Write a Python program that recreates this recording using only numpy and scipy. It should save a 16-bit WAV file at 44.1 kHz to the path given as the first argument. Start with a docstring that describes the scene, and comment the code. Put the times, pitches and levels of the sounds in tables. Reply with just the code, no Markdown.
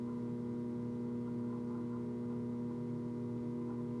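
"""Pottery wheel in a small studio

An electric wheel turns steadily while wet clay is shaped on it. Its motor hums at twice the mains
frequency, and its shaft adds weaker tones that sag as the load changes. Over a quiet hiss, the drive
rumbles, rubs now and then against a ringing housing and ticks once per turn of the wheel."""
import sys
import numpy as np
from scipy.fft import rfft, irfft, next_fast_len
from scipy.io import wavfile
from scipy.ndimage import map_coordinates

SR = 44100
rng = np.random.default_rng(int(sys.argv[2]) if len(sys.argv) > 2 else 0)


def to_wav(sig):
    """Store sig (one row per channel, or 1-D mono) as 16-bit WAV at the path in sys.argv[1].

    Samples outside -1..1 are clipped; the rate is SR.
    """
    pcm = np.clip(np.atleast_2d(sig), -1, 1) * 32767
    pcm = np.round(pcm).astype(np.int16)
    wavfile.write(sys.argv[1], SR, pcm.T)  # frames by channels


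N = 176400


def amp(db):
    """Turn decibels into a number to multiply by."""
    return 10 ** (np.asarray(db) / 20)


def unit(x):
    """Scale x to an average (rms) level of 1."""
    return x / np.sqrt(np.mean(x ** 2) + 1e-20)


def curve(rows):
    """Join (time [s], value) points with straight lines, one value per sample."""
    return np.interp(np.arange(N) / SR, *np.transpose(rows))


def wobble(rate):
    """A smooth curve through `rate` random values a second."""
    return map_coordinates(rng.standard_normal(400), [np.arange(N) * rate / SR], mode="wrap")


def filtered(x, response):
    """Multiply each frequency in x by response(frequency)."""
    size = next_fast_len(N + SR // 2)
    return irfft(rfft(x, size) * response(np.fft.rfftfreq(size, 1 / SR)), size)[:N]


def coloured(x, points):
    """Shape x by (frequency [Hz], level [dB]) points, then scale it to level 1."""
    point_hz, db = np.transpose(points)
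    return unit(filtered(x, lambda hz: amp(np.interp(np.log(hz + 1), np.log(point_hz + 1), db))))


def noise(points):
    """Random noise shaped by such points, at level 1."""
    return coloured(rng.standard_normal(N), points)


def tone(cycles, db):
    """A pure tone that follows a running count of cycles, at an average level of db."""
    return np.sqrt(2) * amp(db) * np.sin(2 * np.pi * (cycles + rng.random()))


def motor_hum(pitch_hz=119.96, gain_db=-2):
    """Magnetic pull shakes the motor at exact multiples of one pitch."""
    # tones of the hum (multiple of the pitch, relative level [dB])
    hum_tones = [(.5, -73), (1, -48), (2, -39.5), (3, -49.5), (4, -52), (5, -64), (6, -81.5), (7, -77.5),
                 (8, -63), (9, -72), (10, -73.5), (12, -83.5), (13, -78.5), (14, -87), (15, -84.5),
                 (16, -83.5), (17, -78), (18, -86.5), (19, -94), (20, -96), (21, -96)]
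    cycles = pitch_hz * np.arange(N) / SR
    hum = np.zeros(N)
    for multiple, db in hum_tones:
        waver_db = np.interp(multiple, [2, 10], [0.76, 0.2])  # low tones waver more
        hum += tone(multiple * cycles, gain_db + db + waver_db * wobble(rate=6.91))
    return hum


def motor_shaft(rotor_slots=16, waver_db=1.5):
    """The shaft's tones follow its speed, sliding on or off the pitches at which the frame rings."""
    # pitch made by the slots in the motor's spinning core (time [s], frequency [Hz])
    slot_pitch = [(0, 415.5), (.4, 418.2), (2.5, 418.3), (2.8, 404.8), (4, 405.4)]
    # shaft tones (multiple of the shaft speed, level [dB], change as the shaft slows [dB per Hz])
    shaft_tones = [(3.028, -71.5, -2.5), (3.976, -68.5, -2), (5.017, -63, -1), (6.014, -60.5, 7.5),
                   (8.013, -56, -8.5), (11.76, -88.5, 17), (14, -93.5, 4), (16, -57.5, 1.5),
                   (24.01, -78, 3)]
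    shaft_hz = curve(slot_pitch) / rotor_slots
    turns = np.cumsum(shaft_hz) / SR
    sag_hz = shaft_hz.max() - shaft_hz
    return sum(tone(multiple * turns, db + slope * sag_hz + waver_db * wobble(rate=5.76))
               for multiple, db, slope in shaft_tones)


def drive_rumble(level_db=-54, waver_db=0.14):
    """Belt and bearings shake the frame, which drones near one pitch, swelling and fading."""
    # tone colour of the rumble (frequency [Hz], relative level [dB])
    rumble_colour = [(20, -34), (35, -28), (55, -16), (80, -11), (108, -1), (135, 0.5), (160, 5.5),
                     (180, -0.5), (195, -10.5), (245, -3), (270, -8.5), (300, -10), (350, 1), (385, -3.5),
                     (430, -10.5), (520, -16.5), (700, -19.5), (1000, -28), (1600, -57.5), (5000, -120)]
    # tone colour of the frame's drone (frequency [Hz], relative level [dB])
    drone_colour = [(150, -120), (275, -35), (305, -4), (321, 7.5), (336, -8.5), (375, -34.5), (700, -120)]
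    # loudness of the drone (time [s], level [dB])
    drone_level = [(0, -57.5), (.4, -63), (.6, -55.5), (1.0, -59), (1.27, -57), (1.45, -62.5), (1.8, -55.5),
                   (2.1, -63), (2.45, -66), (2.76, -56), (3.25, -59), (3.63, -52.5), (4, -60)]
    rumble = amp(level_db + waver_db * wobble(rate=5.5)) * noise(rumble_colour)
    drone = amp(curve(drone_level)) * noise(drone_colour)
    return rumble + drone


def room_hiss(level_db=-72.5):
    """A quiet, even hiss fills the room."""
    # tone colour of the hiss (frequency [Hz], relative level [dB])
    hiss_colour = [(20, -8), (500, 2), (1500, 3), (2100, 4), (2700, 0), (3700, -0.2), (5000, -2.5),
                   (7000, -5.5), (10000, -8.5), (11500, -11.5)]
    return amp(level_db) * noise(hiss_colour)


def housing_ring(hz):
    """How the housing answers a push at each frequency: it rings at a few pitches of its own."""
    # the housing's ringing pitches (frequency [Hz], width [Hz], relative level [dB])
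    rings = [(667, 29, -10.5), (807.4, 27, -8.5), (856, 22, -3), (927, 16, -3.5), (1000, 22, -1),
             (1146, 14, -5.5), (1220, 9.5, -4.5), (1396, 42, -8.5)]
    return sum((-1) ** k * amp(db) * 1j * hz * width / (centre ** 2 - hz ** 2 + 1j * hz * width)
               for k, (centre, width, db) in enumerate(rings))


def rubbing(between_rubs_db=-67, catches_per_s=500, sing_hz=1013.5):
    """Friction with tiny catches rings the housing; in each rub it swells and the strongest ring sings."""
    # rubs on the housing (middle [s], length [s], friction level [dB], singing level [dB])
    rubs = [(0.095, 0.078, -62.5, -58), (0.177, 0.064, -67, -64.5), (0.83, 0.1, -71, -68),
            (1.07, .05, -67, -64), (1.278, .04, -61.5, -65), (1.54, 0.11, -62.5, -59.5),
            (1.754, .14, -59, -61), (1.952, 0.098, -61, -60.5), (2.344, .12, -63, -67),
            (2.55, 0.083, -66, -72), (2.71, 0.034, -63, -62), (2.79, 0.046, -69, -68),
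            (2.97, .08, -68.5, -71), (3.63, .08, -77, -61), (3.709, 0.054, -56.5, -58),
            (3.795, 0.039, -69, -60), (3.96, 0.081, -73, -63)]
    # tone colour laid over the friction (frequency [Hz], relative level [dB])
    friction_colour = [(400, -13), (650, -3.5), (1000, -0.5), (1420, -2), (1550, 0), (2500, -23),
                       (5000, -43)]
    t = np.arange(N) / SR
    swells = np.array([np.exp(-(2 * (t - middle) / length) ** 2) for middle, length, _, _ in rubs])
    _, _, friction_db, sing_db = np.transpose(rubs)
    catches = unit((rng.random(N) < catches_per_s / SR) * rng.standard_normal(N))
    sliding = 0.7 * rng.standard_normal(N)
    friction = coloured(filtered(catches + sliding, housing_ring), friction_colour)
    friction_gain = np.hypot(amp(between_rubs_db), amp(friction_db) @ swells)
    flutter_cycles = 0.051 * wobble(rate=70)
    flutter_db = -0.8 * wobble(rate=48)
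    singing = tone(sing_hz * t + flutter_cycles, flutter_db)
    return friction_gain * friction + (amp(sing_db) @ swells) * singing


def wheel_ticks(attack_s=0.0006):
    """A faint dry tick comes round with every turn of the wheel."""
    # the ticks (time [s], relative level [dB])
    ticks = [(0.2268, -58.5), (1.277, -59.5), (2.3277, -59.3), (3.378, -58.3)]
    # tones in a tick (frequency [Hz], relative level [dB], time to fade by 60 dB [s])
    tick_tones = [(3000, 4, .004), (3500, 3, .0035)]
    sound = np.zeros(N)
    for start, tick_db in ticks:
        age = np.clip(np.arange(N) / SR - start, 0, 0.05)
        rise = 1 - np.exp(-age / attack_s)
        ring = sum(amp(db - 60 * age / fade_s) * np.sin(2 * np.pi * hz * age)
                   for hz, db, fade_s in tick_tones)
        sound += amp(tick_db) * rise * ring
    return sound


def scene():
    """Add the wheel and the room together in one channel."""
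    return (motor_hum() + motor_shaft() + drive_rumble() + room_hiss() + rubbing() + wheel_ticks())[None]


def record(dry):
    """Cut away the highest treble."""
    return filtered(dry[0], lambda hz: hz < 11700)[None]


dry = scene()
out = record(dry)
to_wav(out)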